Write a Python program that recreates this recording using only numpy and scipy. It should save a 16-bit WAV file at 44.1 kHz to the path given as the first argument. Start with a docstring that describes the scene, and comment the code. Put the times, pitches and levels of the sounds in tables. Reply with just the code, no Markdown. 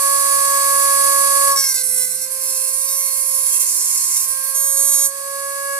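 """A wooden bench: a small rotary tool clamped to it spins a cut-off wheel at about 555 turns a second.
Its rotor hums as harmonics of the turn, its fan whines and blows pulsing air, its bearings add tones.
An arrow shaft is pushed against the wheel, which slows, knocks on it once a turn and grinds through it
in bursts of noise. The wheel squeals on the cut end, then runs free again."""
import sys
import numpy as np
from scipy import signal
from scipy.fft import rfft, irfft, next_fast_len
from scipy.io import wavfile
from scipy.ndimage import uniform_filter1d, minimum_filter1d

SR = 44100
rng = np.random.default_rng(int(sys.argv[2]) if len(sys.argv) > 2 else 0)


def output_pcm(signal):
    """Save a mono or channel-first signal as 16-bit PCM at the path in sys.argv[1].

    Samples are clipped to [-1, 1] before scaling.
    """
    pcm = np.clip(np.atleast_2d(signal).T, -1, 1) * 32767
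    wavfile.write(sys.argv[1], SR, np.round(pcm).astype(np.int16))


N = 255339
T = np.arange(N) / SR

# overall level shared by second order, whine, tones, air and rocking: loud, then lower from
# the first bite on: time_s, level_db
SHARED_LEVEL = [(0, -19.5), (1.49, -17), (1.56, -25), (1.7, -28.5), (4.5, -26), (4.7, -31.5), (5.05, -32.5),
                (5.15, -29.5), (5.79, -28.5)]
# stereo balance over frequency: freq_hz, left_minus_right_db
BALANCE = [(200, 0), (2000, -0.5), (4500, 0), (7000, 2.5), (7700, -2.5), (8500, -14), (10500, -8.5),
           (11800, -16), (13300, -17.5), (14200, 5.5), (15200, -10)]

FREE_HZ, FULL_LOAD_SAG_HZ = 555.1, 41.5  # turn rate unloaded; its drop at full load
BLADES = 18  # whine cycles per turn
ROCK_ORDER = .345  # rocking cycles per turn


def undb(db):
    """Decibels to amplitude gain."""
    return np.exp(np.asarray(db) * (np.log(10) / 20))


def curve(rows):
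    """Second column of a table, linear in time."""
    rows = np.array(rows)
    return np.interp(T, rows[:, 0], rows[:, 1])


def db_at(points, hz):
    """Spectrum in dB, read on a log-frequency axis."""
    points = np.array(points)
    return np.interp(np.log(hz + 1), np.log(points[:, 0]), points[:, 1])


def unit(x):
    """Scale to rms one."""
    return x / np.sqrt(np.mean(x ** 2))


def pan(left_minus_right_db):
    """Left and right gains of constant power."""
    gains = undb(np.array([[1], [-1]]) * left_minus_right_db / 2)
    return gains / np.sqrt(np.mean(gains ** 2, axis=0))


def wander(rate_hz, times_s=T):
    """Random knots at a given rate, joined by lines; spread near one."""
    knots = rng.standard_normal(N // 24)
    return 1.2 * np.interp(times_s * rate_hz, np.arange(len(knots)), knots)


def hiss(colour, gate, shared):
    """Gated, coloured stereo noise of rms one; the two microphones share part of its power."""
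    noise = rng.standard_normal((3, N))
    common, separate = noise[2], noise[:2]
    gated = (np.sqrt(shared) * common + np.sqrt(1 - shared) * separate) * gate
    size = next_fast_len(N)
    hz = np.arange(size // 2 + 1) * SR / size
    # the left port is a little further away: 4 samples
    lag = np.exp(-2j * np.pi * hz * np.array([[4], [0]]) / SR)
    spectrum = rfft(gated, size) * lag * undb(db_at(colour, hz)) * pan(db_at(BALANCE, hz))
    return unit(irfft(spectrum, size)[:, :N])


def tone(angle, pan_db, lead=1.0):
    """Stereo sine of rms one; the left side leads by an angle in radians."""
    return np.sqrt(2) * pan(pan_db) * np.array([np.sin(angle + lead), np.sin(angle)])


def rotor(angle, sag_hz):
    """Unbalance shakes the housing at the lowest orders; the fourth and fifth rise with the third."""
    # first order, before a 1.5 dB lift: time_s, level_db
    first_level = [(0.05, -35), (1.48, -30), (1.73, -55), (1.81, -44), (3.4, -46), (4.13, -58), (4.8, -39),
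                   (4.91, -44), (5.27, -35), (5.75, -34)]
    # third order, all but gone in the cut: time_s, level_db
    third_level = [(0, -32.5), (1, -28), (1.5, -28.5), (1.6, -49), (1.72, -47), (2.55, -51.5), (2.75, -53),
                   (4.2, -57), (4.4, -41), (4.95, -43.5), (5.79, -28.5)]
    second_db, fade_db_per_hz, max_fade_db, second_lag_s = -1.83, 0.6, 32, .04
    waver_db, waver_rate_hz = 1.14, 11

    first = undb(curve(first_level) + 1.5) * tone(angle, -6.5, lead=-0.55)

    # the second order fades with the sag, a little late
    fade_db = np.minimum(fade_db_per_hz * sag_hz, max_fade_db)
    prompt_db = curve(SHARED_LEVEL) + second_db - fade_db
    late_db = np.interp(T - second_lag_s, T, prompt_db)
    second = undb(late_db) * tone(2 * angle, 3.5, lead=-1.13)

    upper = tone(3 * angle, 3.8, lead=-1.6)
    upper = upper + undb(-17.5) * tone(4 * angle, -2.7) + undb(-21.0) * tone(5 * angle, 0)
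    sway = undb(.35 * wander(40) + waver_db * wander(waver_rate_hz))
    return (first + second + undb(curve(third_level)) * upper) * sway


def motor(angle, hz, cutting_whine, ringing):
    """Fan whine joined by the wheel's in the cut, bearing tones, and cooling air pulsing with the rotor."""
    # brief dips of the free whine: centre_s, width_s, depth_db
    whine_dips = [(0.56, .11, 6), (5.17, .2, 3.5)]
    # bearing and commutator tones: cycles_per_turn, level_re_shared_db
    motor_tones = [(6, -28), (7, -24), (8, -17), (9, -25.5), (12, -18), (14, -13.5), (15, -10), (16, -7.5),
                   (17, -18), (19, -69), (20, -12.5), (21, -17.5), (22, -17), (25, -25)]
    # ball-race tones between the orders: cycles_per_turn, level_re_shared_db
    race_tones = [(.345, -48), (.655, -42), (.784, -43), (1.344, -36.5), (2.656, -37), (3.216, -31)]
    # cooling air: freq_hz, relative_density_db
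    air_colour = [(30, -27), (200, -23), (850, -18), (1120, -8), (1350, -15), (1750, -10), (2450, -7.5),
                  (3000, -17), (4000, -13), (4450, -3), (5000, -3), (7400, 0.5), (8500, 6.5), (9800, 1.5),
                  (11700, 3.5), (13300, -2), (15300, -13.5)]
    whine_db, whine_fade_db_per_hz = 0.5, 0.2  # re shared level; fade with sag
    tones_load_db = -8  # load takes up the play of the bearings
    hiss_under_ring_db = 6  # most the hiss is turned down under ringing contacts

    dip_db = sum(db * np.exp(-((T - time) / width) ** 2) for time, width, db in whine_dips)
    sag_hz = np.maximum(FREE_HZ - hz, 0)
    free_whine = undb(curve(SHARED_LEVEL) + whine_db - dip_db - whine_fade_db_per_hz * sag_hz)
    # in the cut the whine flutters as the contact shifts
    cutting_whine = cutting_whine * undb(2.2 * wander(70) + 1.6 * wander(11) - 1)
    whine = np.hypot(free_whine, cutting_whine)
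    blades = whine * undb(1.0 * wander(45)) * tone(BLADES * angle, -11.0, lead=1.99)

    tones = 0
    whole_orders = [(round(order), db) for order, db in motor_tones]
    for order, db in whole_orders + race_tones:
        flicker_db = 1.5 * wander(60)
        balance_db = db_at(BALANCE, order * hz.mean())
        tones = tones + undb(db + flicker_db) * tone(order * angle, balance_db, lead=1.84)

    pulsing = 1 + .16 * np.cos(2 * angle) + .08 * np.cos(angle)
    air = hiss(air_colour, pulsing, shared=0.11) * undb(-hiss_under_ring_db * ringing)
    load = np.clip((FREE_HZ - hz) / FULL_LOAD_SAG_HZ, 0, 1)
    return blades + undb(curve(SHARED_LEVEL)) * (undb(tones_load_db * load) * tones + air)


def bench(angle, sag_hz):
    """The tool rocks the bench at about a third of its speed, more under load, over a faint mains hum."""
    rock_db, rock_load_db = -50.5, 22.5  # re shared level; rise at full load
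    rock = ROCK_ORDER * angle + .5 * wander(22)
    load = np.minimum(sag_hz / FULL_LOAD_SAG_HZ, 1)
    # under heavy load the rocking beats with the turn: side tone above the hum
    rocking = tone(rock, 0, lead=0.057) + undb(-23) * load ** 3 * tone(angle + rock, 1)
    rocking_db = curve(SHARED_LEVEL) + rock_db + rock_load_db * load + 1.2 * wander(11)

    mains = 2 * np.pi * 60 * T + .3 * wander(8)
    mains_hum = undb(-76.5) * tone(mains, 0) + undb(-77.5) * tone(2 * mains, 0, lead=0.29)
    return undb(rocking_db) * rocking + mains_hum


def contact(kind):
    """Pushes of one kind, each attack, hold and release: knock, grit and whine gains, lower ring, slip."""
    # pushes on the wheel (silent if start is far past end): kind, start_s, end_s, knock_db,
    # swell_over_push_db, lower_ring_db, grit_db, whine_db
    pushes = [("bite", 1.51, 1.522, -24, 0, 2.5, -23, -42), ("bite", 1.557, 1.563, -17.5, 0, 0, -22, -31),
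              ("bite", 1.57, 1.634, -17.8, 1, 5, -26.5, -29),
              ("bite", 1.638, 1.68, -17.8, -1.5, 3.5, -27.5, -28),
              ("bite", 1.686, 1.724, -17.5, -1.5, 0, -22, -28),
              ("bite", 1.74, 1.746, -16.5, 0, -1, -20, -29),
              ("bite", 1.755, 1.82, -19.3, -2.2, 3.5, -28.5, -31),
              ("bite", 1.832, 1.945, -19.5, 3.2, -4.5, -27, -23),
              ("bite", 1.958, 2.035, -18.5, 1, -1, -25, -24),
              ("bite", 2.045, 2.207, -25.5, -5, -3, -28.5, -27),
              ("bite", 2.21, 2.242, -24, 2, -3.5, -27, -34), ("bite", 2.6, 2.285, -29, -5, 1, -29, -28),
              ("cut", 2.297, 2.7, -24.5, 8, 1.6, -43, -38), ("cut", 2.4, 2.495, -25, 3.5, 1.2, -34, -37),
              ("cut", 2.496, 2.503, -20, 0, 1, -22, -40), ("cut", 2.535, 2.58, -24, 0, 1.7, -27, -40),
              ("cut", 2.588, 2.615, -27, 0, 1.4, -29, -34), ("cut", 2.625, 2.72, -26, 0.87, 0, -32, -26),
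              ("cut", 2.72, 2.86, -23.5, 1, 1, -31, -20.5), ("cut", 2.87, 3.09, -21.5, 1, 1.7, -30, -26),
              ("cut", 3.1, 3.44, -21.5, 0.93, 0, -27.5, -23.5),
              ("cut", 3.45, 3.505, -20.5, 1, 2.1, -24, -27), ("cut", 3.51, 3.585, -19, -2.2, 1.6, -21, -22),
              ("cut", 3.592, 3.622, -16, 0, 2.8, -16, -18), ("cut", 3.65, 4.15, -25, 0, 4.3, -19, -25.5),
              ("cut", 4.152, 4.168, -20, 0, 4.1, -18.5, -25),
              ("cut", 4.185, 4.245, -24.5, -1.96, 1.4, -21.5, -25),
              ("cut", 4.27, 4.412, -25, -6, -1, -41, -24), ("cut", 4.425, 4.505, -22, 0, -5, -39, -24),
              ("squeal", 4.54, 4.76, -17, -0.5, -2, -26.5, -29),
              ("squeal", 4.76, 4.91, -15, -0.5, 0, -23.5, -22.5),
              ("squeal", 4.91, 4.965, -12.5, 0, 1.6, -23, -23),
              ("squeal", 4.968, 5.062, -15, 1.72, 1.6, -27, -35),
              ("squeal", 5.062, 5.078, -29, -13, -7, -15, -37)]
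    # how each kind takes hold and lets go: attack_s, release_s
    grip_times = {"bite": (.003, .024), "cut": (.016, .034), "squeal": (.014, .018)}
    attack_s, release_s = grip_times[kind]
    judder_db, judder_rate_hz = {"bite": .6, "cut": .5, "squeal": .1}, 110  # shaft in the hand
    # scatter of the knock when grit equals knock, in radians of a turn
    slip_rad, slip_power = {"bite": .036, "cut": .03, "squeal": .018}, .7
    # skids on the smooth shaft until a groove is worn
    skid_rad, groove_s, groove_fade_s = .02, 1.85, .1

    judder = undb(judder_db[kind] * wander(judder_rate_hz))
    power, ring_sum, weight = np.full((3, N), 1e-18), np.zeros(N), np.full(N, 1e-12)
    for name, start, end, knock_db, swell_db, ring_db, grit_db, whine_db in pushes:
        if name != kind:
            continue
        near = (T > start) & (T < end + 10 * release_s)
        t = T[near]
        attack = np.minimum((t - start) / attack_s, 1)
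        release = np.exp(-np.maximum(t - end, 0) / release_s)
        swell = undb(swell_db * (np.clip((t - start) / (end - start), 0, 1) - .5))
        pressure = (attack * release * swell * judder[near]) ** 2
        power[:, near] += np.outer(undb([knock_db, grit_db, whine_db]) ** 2, pressure)
        ring_sum[near] += ring_db * pressure
        weight[near] += pressure

    knock, grit, whine = np.sqrt(power)
    # the more grit for its knock, the more the wheel slips
    slip = slip_rad[kind] * (grit / knock) ** slip_power
    skid = skid_rad * np.clip((groove_s - T) / groove_fade_s, 0, 1)
    return knock, grit, whine, ring_sum / weight, slip + skid


def ring_phases(turns, size=64):
    """Order phases of a knock ringing briefly in the shaft; the microphones differ more in the treble."""
    decay = np.exp(-np.arange(size) / size / turns)
    phases = np.angle(rfft(rng.standard_normal(size) * decay))
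    apart = np.minimum(np.arange(len(phases)) / 4, 1) * (.78 + .2 * rng.standard_normal(len(phases)))
    return phases + np.array([apart, -apart])


def chatter(angle, hz, touch, colour, ring_turns, flutter_db, ripple_db, patchy_db, even_db, rock_db):
    """One knock a turn, scattered by slip; a second touch half a turn on (even_db) lifts the even orders."""
    knock, _, _, ring_db, slip = touch
    on = knock > undb(-60)
    # the motor's torque ripples at twice the mains frequency
    ripple = np.sin(2 * np.pi * 120 * T)
    # a slipping wheel strikes unevenly, both in time and in strength
    turn = angle + slip * (wander(350) + .6 * wander(70)) + .024 * ripple
    bounce_db = 14 * slip * wander(130)
    # rocking makes knocks strong and weak by turns: side tones between the orders
    rock = np.cos(ROCK_ORDER * angle + wander(40))
    size = knock * undb(bounce_db + flutter_db * wander(450) + ripple_db * ripple + rock_db * rock)

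    phases = ring_phases(ring_turns)
    t, low_db = T[on], ring_db[on]
    knocks, power = 0, 0
    for order in range(2, 30):
        if order == BLADES:  # this order is the whine
            continue
        f = order * hz[on]
        low_share = np.clip((8200 - f) / 1200, 0, 1)
        # a skidding contact moves along the shaft: each partial swells and wavers alone
        swell_db = (1.2 + 35 * slip[on]) * wander(45, t) + patchy_db * wander(9, t)
        phase = order * (turn[on] + .6 * slip[on] * wander(250, t))
        gain = undb(db_at(colour, f) + low_share * low_db + even_db * (-1) ** order)
        partial = np.cos(phase + phases[:, order, None])
        knocks = knocks + gain * undb(swell_db) * pan(db_at(BALANCE, f)) * partial
        power = power + gain ** 2 / 2
    out = np.zeros((2, N))
    out[:, on] = size[on] * knocks / np.sqrt(power)
    return out


def grinding(angle, grit, colour, burst):
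    """Uneven grains scrape the shaft, in a burst as the wheel's high side comes round."""
    grains = np.exp(burst * np.cos(angle - 1)) * undb(1.4 * wander(1500) + .6 * wander(90))
    return grit * hiss(colour, grains, shared=0.45)


def scene():
    """Everything follows the angle of the spindle and the pushes of the shaft."""
    # spindle: time_s, turn_rate_hz
    speed = [(0.1, 555.4), (0.4, 555.1), (1.47, 555.1), (1.54, 554.1), (1.58, 549.6), (1.67, 537.0),
             (1.76, 520.8), (1.82, 516.6), (1.95, 512.2), (2.03, 508.8), (2.12, 514.1), (2.22, 522.6),
             (2.41, 530.1), (2.57, 528.3), (2.75, 534.8), (2.95, 538.5), (3.24, 535.8), (3.54, 536.4),
             (3.67, 530.7), (3.8, 531.8), (3.95, 534.1), (4.17, 534.9), (4.27, 533.6), (4.45, 537.7),
             (4.65, 544.1), (4.9, 549.3), (4.99, 547.6), (5.25, 552.8), (5.45, 554.7), (5.7, 556.1)]
    # contact spectra: freq_hz, relative_level_db
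    bite_colour = [(1000, -14), (1550, -14.5), (2100, -7), (2700, -17), (3200, -19), (3650, -16),
                   (4200, -6.5), (4750, -10), (5400, 1), (5900, 3), (6250, -6), (7200, -5.5), (8200, 7.5),
                   (8800, -0.5), (9800, -2.5), (10800, 8.5), (11500, 3.5), (12500, -5), (15300, -8)]
    cut_colour = [(1000, -17.5), (1600, -22), (2100, -12), (2700, -14.5), (3200, -14), (3750, -11),
                  (4300, -10), (4800, -4.5), (5800, 2.5), (6400, -3.5), (7500, 2.5), (8500, 13),
                  (9100, 2.5), (10500, 14), (12200, 8), (13300, -2), (15000, -3.5)]
    squeal_colour = [(1000, -25), (2200, -17.5), (3200, -19.5), (3850, -13), (4400, -8.5), (4950, -15),
                     (5500, -4), (6030, -1), (6570, 5.5), (7100, 3.5), (7700, -3), (8250, 8), (8800, 5),
                     (9800, -3), (10400, 6), (10950, 11.5), (11500, 5.5), (12050, 3), (13000, -5),
                     (15200, -16)]
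    # noise of the cut, and thinner rasp of bite and squeal: freq_hz, relative_density_db
    grit_colour = [(100, -23), (900, -28.5), (1500, -25), (2300, -18), (3300, -24), (3900, -17),
                   (5000, -3.5), (7000, 8), (8500, 7), (11500, 4), (13000, -10), (15300, -8)]
    rasp_colour = [(100, -27.5), (900, -25.5), (2100, -23), (3300, -36), (4800, -33), (6200, -3),
                   (7500, 1.5), (8500, 1), (11500, 2), (13000, -5), (15300, -25)]
    # decay of one knock's ring, by kind: decay_turns
    ring_turns = {"bite": .27, "cut": .8, "squeal": .28}
    ring_scale_db = -15  # knock level at which the ringing saturates

    hz = curve(speed) + .08 * wander(12)
    angle = 2 * np.pi * np.cumsum(hz) / SR
    sag_hz = np.maximum(FREE_HZ - hz, 0)
    biting, cutting, squealing = contact("bite"), contact("cut"), contact("squeal")
    rasp, grit = np.hypot(biting[1], squealing[1]), cutting[1]
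    whine = biting[2] + cutting[2] + squealing[2]
    ringing = np.tanh((biting[0] + squealing[0]) / undb(ring_scale_db))

    bite = chatter(angle, hz, biting, bite_colour, ring_turns["bite"],
                   flutter_db=1, ripple_db=-0.4, patchy_db=2, even_db=0, rock_db=.6)
    cut = chatter(angle, hz, cutting, cut_colour, ring_turns["cut"],
                  flutter_db=.9, ripple_db=.3, patchy_db=3, even_db=0.5, rock_db=2.2)
    squeal = chatter(angle, hz, squealing, squeal_colour, ring_turns["squeal"],
                     flutter_db=0.4, ripple_db=0.7, patchy_db=1.1, even_db=0, rock_db=.5)
    scrape = grinding(angle, grit, grit_colour, burst=.25) + grinding(angle, rasp, rasp_colour, burst=.7)
    tool = rotor(angle, sag_hz) + motor(angle, hz, whine, ringing) + bench(angle, sag_hz)
    return tool + bite + cut + squeal + scrape


def record(dry):
    """A limiter catches the highest peaks, then a steep low-pass cuts off the top of the treble."""
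    ceiling, window, top_hz = .92, 240, 15450  # window in samples
    headroom = np.minimum(ceiling / (np.abs(dry).max(axis=0) + 1e-9), 1)
    gain = uniform_filter1d(minimum_filter1d(headroom, size=window), size=window)
    low_pass = signal.ellip(10, .2, 80, top_hz, fs=SR, output="sos")
    return signal.sosfilt(low_pass, dry * gain)


dry = scene()
out = record(dry)
output_pcm(out)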